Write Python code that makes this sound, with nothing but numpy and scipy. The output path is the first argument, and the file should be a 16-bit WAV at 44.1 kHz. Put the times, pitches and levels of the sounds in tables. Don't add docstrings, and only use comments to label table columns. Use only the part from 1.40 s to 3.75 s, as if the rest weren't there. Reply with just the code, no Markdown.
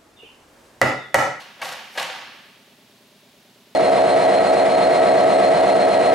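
import sys
import numpy as np
from scipy import signal
from scipy.fft import rfft, irfft, next_fast_len
from scipy.io import wavfile
from scipy.ndimage import uniform_filter1d

SR = 44100
rng = np.random.default_rng(int(sys.argv[2]) if len(sys.argv) > 2 else 0)


def volts(x):
    e = np.asarray(x, float) / 20
    return 10 ** e


def unload_audio(sound):
    columns = np.transpose(np.atleast_2d(sound))
    steps = np.round(np.clip(columns, -1, 1) * 32767)
    wavfile.write(sys.argv[1], SR, steps.astype(np.int16))


N = 103635
PAD = SR // 2


def unit(x):
    return x / np.sqrt(np.mean(x ** 2) + 1e-20)


def along(points, hz):
    f, v = np.transpose(points)
    return np.interp(np.log(hz + 1), np.log(f + 1), v)


def filtered(x, response):
    n = x.shape[-1]
    m = next_fast_len(n + 8192)
    return irfft(rfft(x, m) * response(np.fft.rfftfreq(m, 1 / SR)), m)[..., :n]


def level_filtered(x, response):
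    band_hz = np.linspace(1, SR / 2, 4096)
    return filtered(x, response) / np.sqrt(np.mean(abs(response(band_hz)) ** 2))


def dull(x, corner_hz):
    return filtered(x, lambda f: 1 / (1 + 1j * f / corner_hz) ** 2)


def pan(db):
    return volts([[db / 2], [-db / 2]])


def spread(pair, alike):
    def mid_side_gains(hz):
        angle = np.arccos(np.clip(along(alike, hz), -1, 1)) / 2
        return np.array([np.cos(angle), np.sin(angle)])

    mid, side = filtered(pair, mid_side_gains)
    return np.array([mid + side, mid - side])


def resonance(f, hz, width_hz):
    return 1j * f * width_hz / (hz * hz - f * f + 1j * f * width_hz)


def burst(t, rise_s, hold_s, t60_s):
    return np.clip(t / rise_s + 1, 0, 1) ** 2 * volts(-60 * np.clip(t - hold_s, 0, None) / t60_s)


def during(rows, start_s, end_s):
    return [row for row in rows if start_s - .1 < row[0] < end_s - .1]


# (time [s], level [dB])
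TICKS = [
    (0.266, -33),
    (0.318, -35),
    (.394, -46),
    (0.643, -37),
    (.700, -25.5),
    (.752, -36),
]


def light_contacts(clock, start_s, end_s, db):
    lead_s, touch_db = 0.023, -14
    touch = volts(db + touch_db) * burst(clock - start_s + lead_s, 0.00085, 0.019, 0.055)
    ticks = sum(volts(level) * burst(clock - at, .001, .003, .02) for at, level in during(TICKS, start_s, end_s))
    return touch + ticks


def rattle_grit(n):
    rate_hz, spread_db = 1200, 2.5
    hits = rng.random(n) < rate_hz / SR
    contacts = hits * volts(spread_db * rng.standard_normal(n))
    return unit(signal.lfilter([1], [1, -.99], contacts) * rng.standard_normal(n))


# (frequency [Hz], width [Hz], level [dB])
STEEL = [(504, 48, 0.5), (763, 108, 9.5), (935, 64, 1.5), (1107, 28, 8.5), (1640, 175, -5), (1985, 40, 7),
         (2660, 130, -18), (2790, 93, 7), (4310, 56, -9)]
# (frequency [Hz], density [dB per Hz])
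BROAD = [(150, -31), (300, -17), (470, -18), (540, -5), (900, -7.5), (2800, -6), (8500, -18.5),
         (13000, -23.5), (14800, -47)]


def steel(f):
    rings = sum((-1) ** k * volts(db) * resonance(f, hz, width_hz) for k, (hz, width_hz, db) in enumerate(STEEL))
    return volts(along(BROAD, f)) + volts(-6) * rings


# (time [s], frequency [Hz], level [dB], t60 [s])
CLANGS = [(.2175, 2250, -28, .015), (.2185, 2700, -32, .015), (.220, 1640, -31, .04),
          (.223, 1115, -30, .025), (.223, 780, -32, .03), (.244, 530, -34, .08), (.264, 780, -31, .02),
          (.5745, 1660, -24, .07), (.576, 1950, -27, .04), (.574, 4250, -31, .02), (.582, 800, -27, .025),
          (.607, 860, -30, .04), (.605, 530, -33, .08), (.621, 760, -30, .03)]


def clangs(clock, start_s, end_s):
    rise_s, hold_s = .003, .005
    out = np.zeros(len(clock))
    for at, hz, db, t60_s in during(CLANGS, start_s, end_s):
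        envelope = volts(db) * burst(clock - at - rise_s, rise_s, hold_s, t60_s)
        out += envelope * np.sin(2 * np.pi * hz * clock)
    return out


# (time [s], level [dB], rise [s], hold [s])
PUFFS = [
    (.225, -45, 0.013, 0.047),
    (.545, -52.5, 0.1, 0.038),
    (.582, -58, 0.014, 0.02),
]


def puffs(clock, start_s, end_s):
    out = np.zeros(len(clock))
    for at, db, rise_s, hold_s in during(PUFFS, start_s, end_s):
        out += volts(db) * burst(clock - at, rise_s, hold_s, 0.12)
    return out


# (frequency [Hz], density [dB per Hz])
PUFF = [(2000, -30), (5000, 0), (8000, -8.5), (12500, -7), (14500, -17), (15500, -49)]


def jet(x):
    return level_filtered(x, lambda f: volts(along(PUFF, f)))


def thud(t):
    hz, width_hz, db, peak_s = 165, 60, -54, .055
    u = np.clip(t, 0, None) / peak_s
    swing = unit(filtered(rng.standard_normal(len(t)), lambda f: resonance(f, hz, width_hz) ** 2))
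    return volts(db) * (u * np.exp(1 - u)) ** 2 * swing


# (frequency [Hz], t60 [s])
HALL = [(150, 2.54), (500, 0.57), (1000, 1.07), (2700, 1.356), (5400, 1.156), (8000, 0.68), (14000, 0.88)]
# (frequency [Hz], likeness [0..1])
ALIKE = [(60, 0.95), (180, 0.97), (550, 0.8), (1650, 0.7), (4970, 0.66), (15000, 0.9)]


def hall(envelope):
    delay_s = 0.0051
    n = len(envelope)
    hz, t, z = signal.stft(rng.standard_normal((2, n)), SR, nperseg=256)
    arrival_s = np.arange(n) / SR + delay_s
    power = np.interp(t, arrival_s, uniform_filter1d(envelope ** 2, size=128), left=0)
    decay = 10 * t[1] * volts(-120 * t / along(HALL, hz)[:, None])
    held = signal.fftconvolve(power[None], decay, axes=1)[:, :len(t)]
    tail = signal.istft(z * np.sqrt(abs(held)), SR, nperseg=256)[1][:, :n]
    return spread(tail, ALIKE)


# (time [s], level [dB], rattle [dB], rattle hold [s])
SLAMS = [
    (-.14, -26.5, -17.5, 0.15),
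    (0.217, -27.5, -7.5, 0.11),
    (0.5756, -21, -10.5, .06),
]


def slams():
    soft_hz, blow_hz, hall_hz = 3480, 6500, 9400
    crack_db, hall_db, puff_send_db = -2.5, -1, 3
    direct_pan_db, hall_pan_db = .7, -1
    clock = (np.arange(N + PAD) - PAD) / SR
    out = np.zeros((2, N + PAD))
    noise = lambda: rng.standard_normal(len(clock))
    ends_s = [row[0] for row in SLAMS[1:]] + [9]
    for (start_s, db, rattle_db, hold_s), end_s in zip(SLAMS, ends_s):
        t = clock - start_s
        light = light_contacts(clock, start_s, end_s, db)
        blow = volts(db) * burst(t, .004, .012, .04)
        rattle = volts(db + rattle_db) * burst(t, 0.0017, hold_s, 0.23)
        puff = puffs(clock, start_s, end_s)

        shake = volts(crack_db) * dull(blow * noise(), blow_hz)
        shake += dull(light * noise(), soft_hz)
        shake += rattle * rattle_grit(len(t))
        direct = level_filtered(shake, steel) + jet(puff * noise()) + clangs(clock, start_s, end_s)

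        wet = level_filtered(dull(hall(blow + rattle + light), hall_hz), steel)
        wet += volts(puff_send_db) * jet(hall(puff))
        out += pan(direct_pan_db) * direct + pan(hall_pan_db) * volts(hall_db) * wet
        out += thud(t)
    return out[:, PAD:]


# (delay [s], frequency [Hz], level [dB], length [s])
KNOCKS = [(.002, 336, -66, .011), (.008, 155, -65, .016), (.032, 382, -54, .003), (.031, 271, -65, .007),
          (.040, 595, -58, .007), (.045, 201, -63, .011), (.061, 586, -61, .0045), (.065, 249, -57.5, .007),
          (.076, 405, -60, .011), (.075, 675, -66, .016), (.079, 176, -60.5, .011),
          (.094, 238, -53.2, .0045)]
# (frequency [Hz], density [dB per Hz])
CHUG = [(60, -30), (110, -8), (300, 0), (440, 0), (520, -12), (680, -2), (900, -10), (1300, -40)]


def compressor():
    turn_s, start_s, knock_spread_db = .11052, .0291, .8
    chug_db, mains_hz, mains_db = -68, 119.5, -73
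    t = np.arange(N) / SR
    turn = (t - start_s) / turn_s
    out = np.zeros(N)
    for delay_s, hz, db, length_s in KNOCKS:
        which = np.round(turn - delay_s / turn_s)
        u = (turn - which) * turn_s - delay_s
        sizes = volts(db + knock_spread_db * rng.standard_normal(32))
        size = sizes[which.astype(int) + 2]
        out += size * np.sqrt(2) * np.exp(-(u / length_s) ** 2) * np.cos(2 * np.pi * hz * u)
    echo = np.resize(rng.standard_normal(round(turn_s * SR)), N)
    out += volts(chug_db) * unit(filtered(echo, lambda f: volts(along(CHUG, f))))
    return out + volts(mains_db) * np.sqrt(2) * np.sin(2 * np.pi * mains_hz * t)


# (frequency [Hz], density [dB per Hz])
AIR = [(450, -12.5), (800, -2), (1330, -6.5), (3600, -3), (8300, -15), (13000, -15), (14500, -22),
       (15800, -18)]
# (frequency [Hz], density [dB per Hz])
RUMBLE = [(20, -30), (50, -8), (110, -9.5), (240, 3.5), (420, -6.5), (520, 0), (650, 0), (900, -27),
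          (1300, -47)]
# (frequency [Hz], likeness [0..1])
AIR_ALIKE = [(60, 1.0), (180, 0.96), (550, 0.8), (1650, 0.77), (4970, 0.56), (15000, 1)]


def air():
    air_db, rumble_db, air_pan_db = -55.5, -66, -.6

    def rush(points):
        noise = rng.standard_normal((2, N))
        return unit(spread(filtered(noise, lambda f: volts(along(points, f))), AIR_ALIKE))

    return pan(air_pan_db) * volts(air_db) * rush(AIR) + volts(rumble_db) * rush(RUMBLE)


def scene():
    return slams() + compressor() + air()


def roll_off(x):
    return signal.sosfilt(signal.butter(12, 15900, fs=SR, output="sos"), x)


def record(dry):
    whine_hz, whine_db, low_cut_hz, top_hz = 15734, -79, 38, 15820
    whine = volts(whine_db) * np.sqrt(2) * np.sin(2 * np.pi * whine_hz * np.arange(N) / SR)
    band = lambda f: (f < top_hz) * f ** 4 / (f ** 4 + low_cut_hz ** 4)
    return roll_off(filtered(dry + whine, band))


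dry = scene()
out = record(dry)
unload_audio(out)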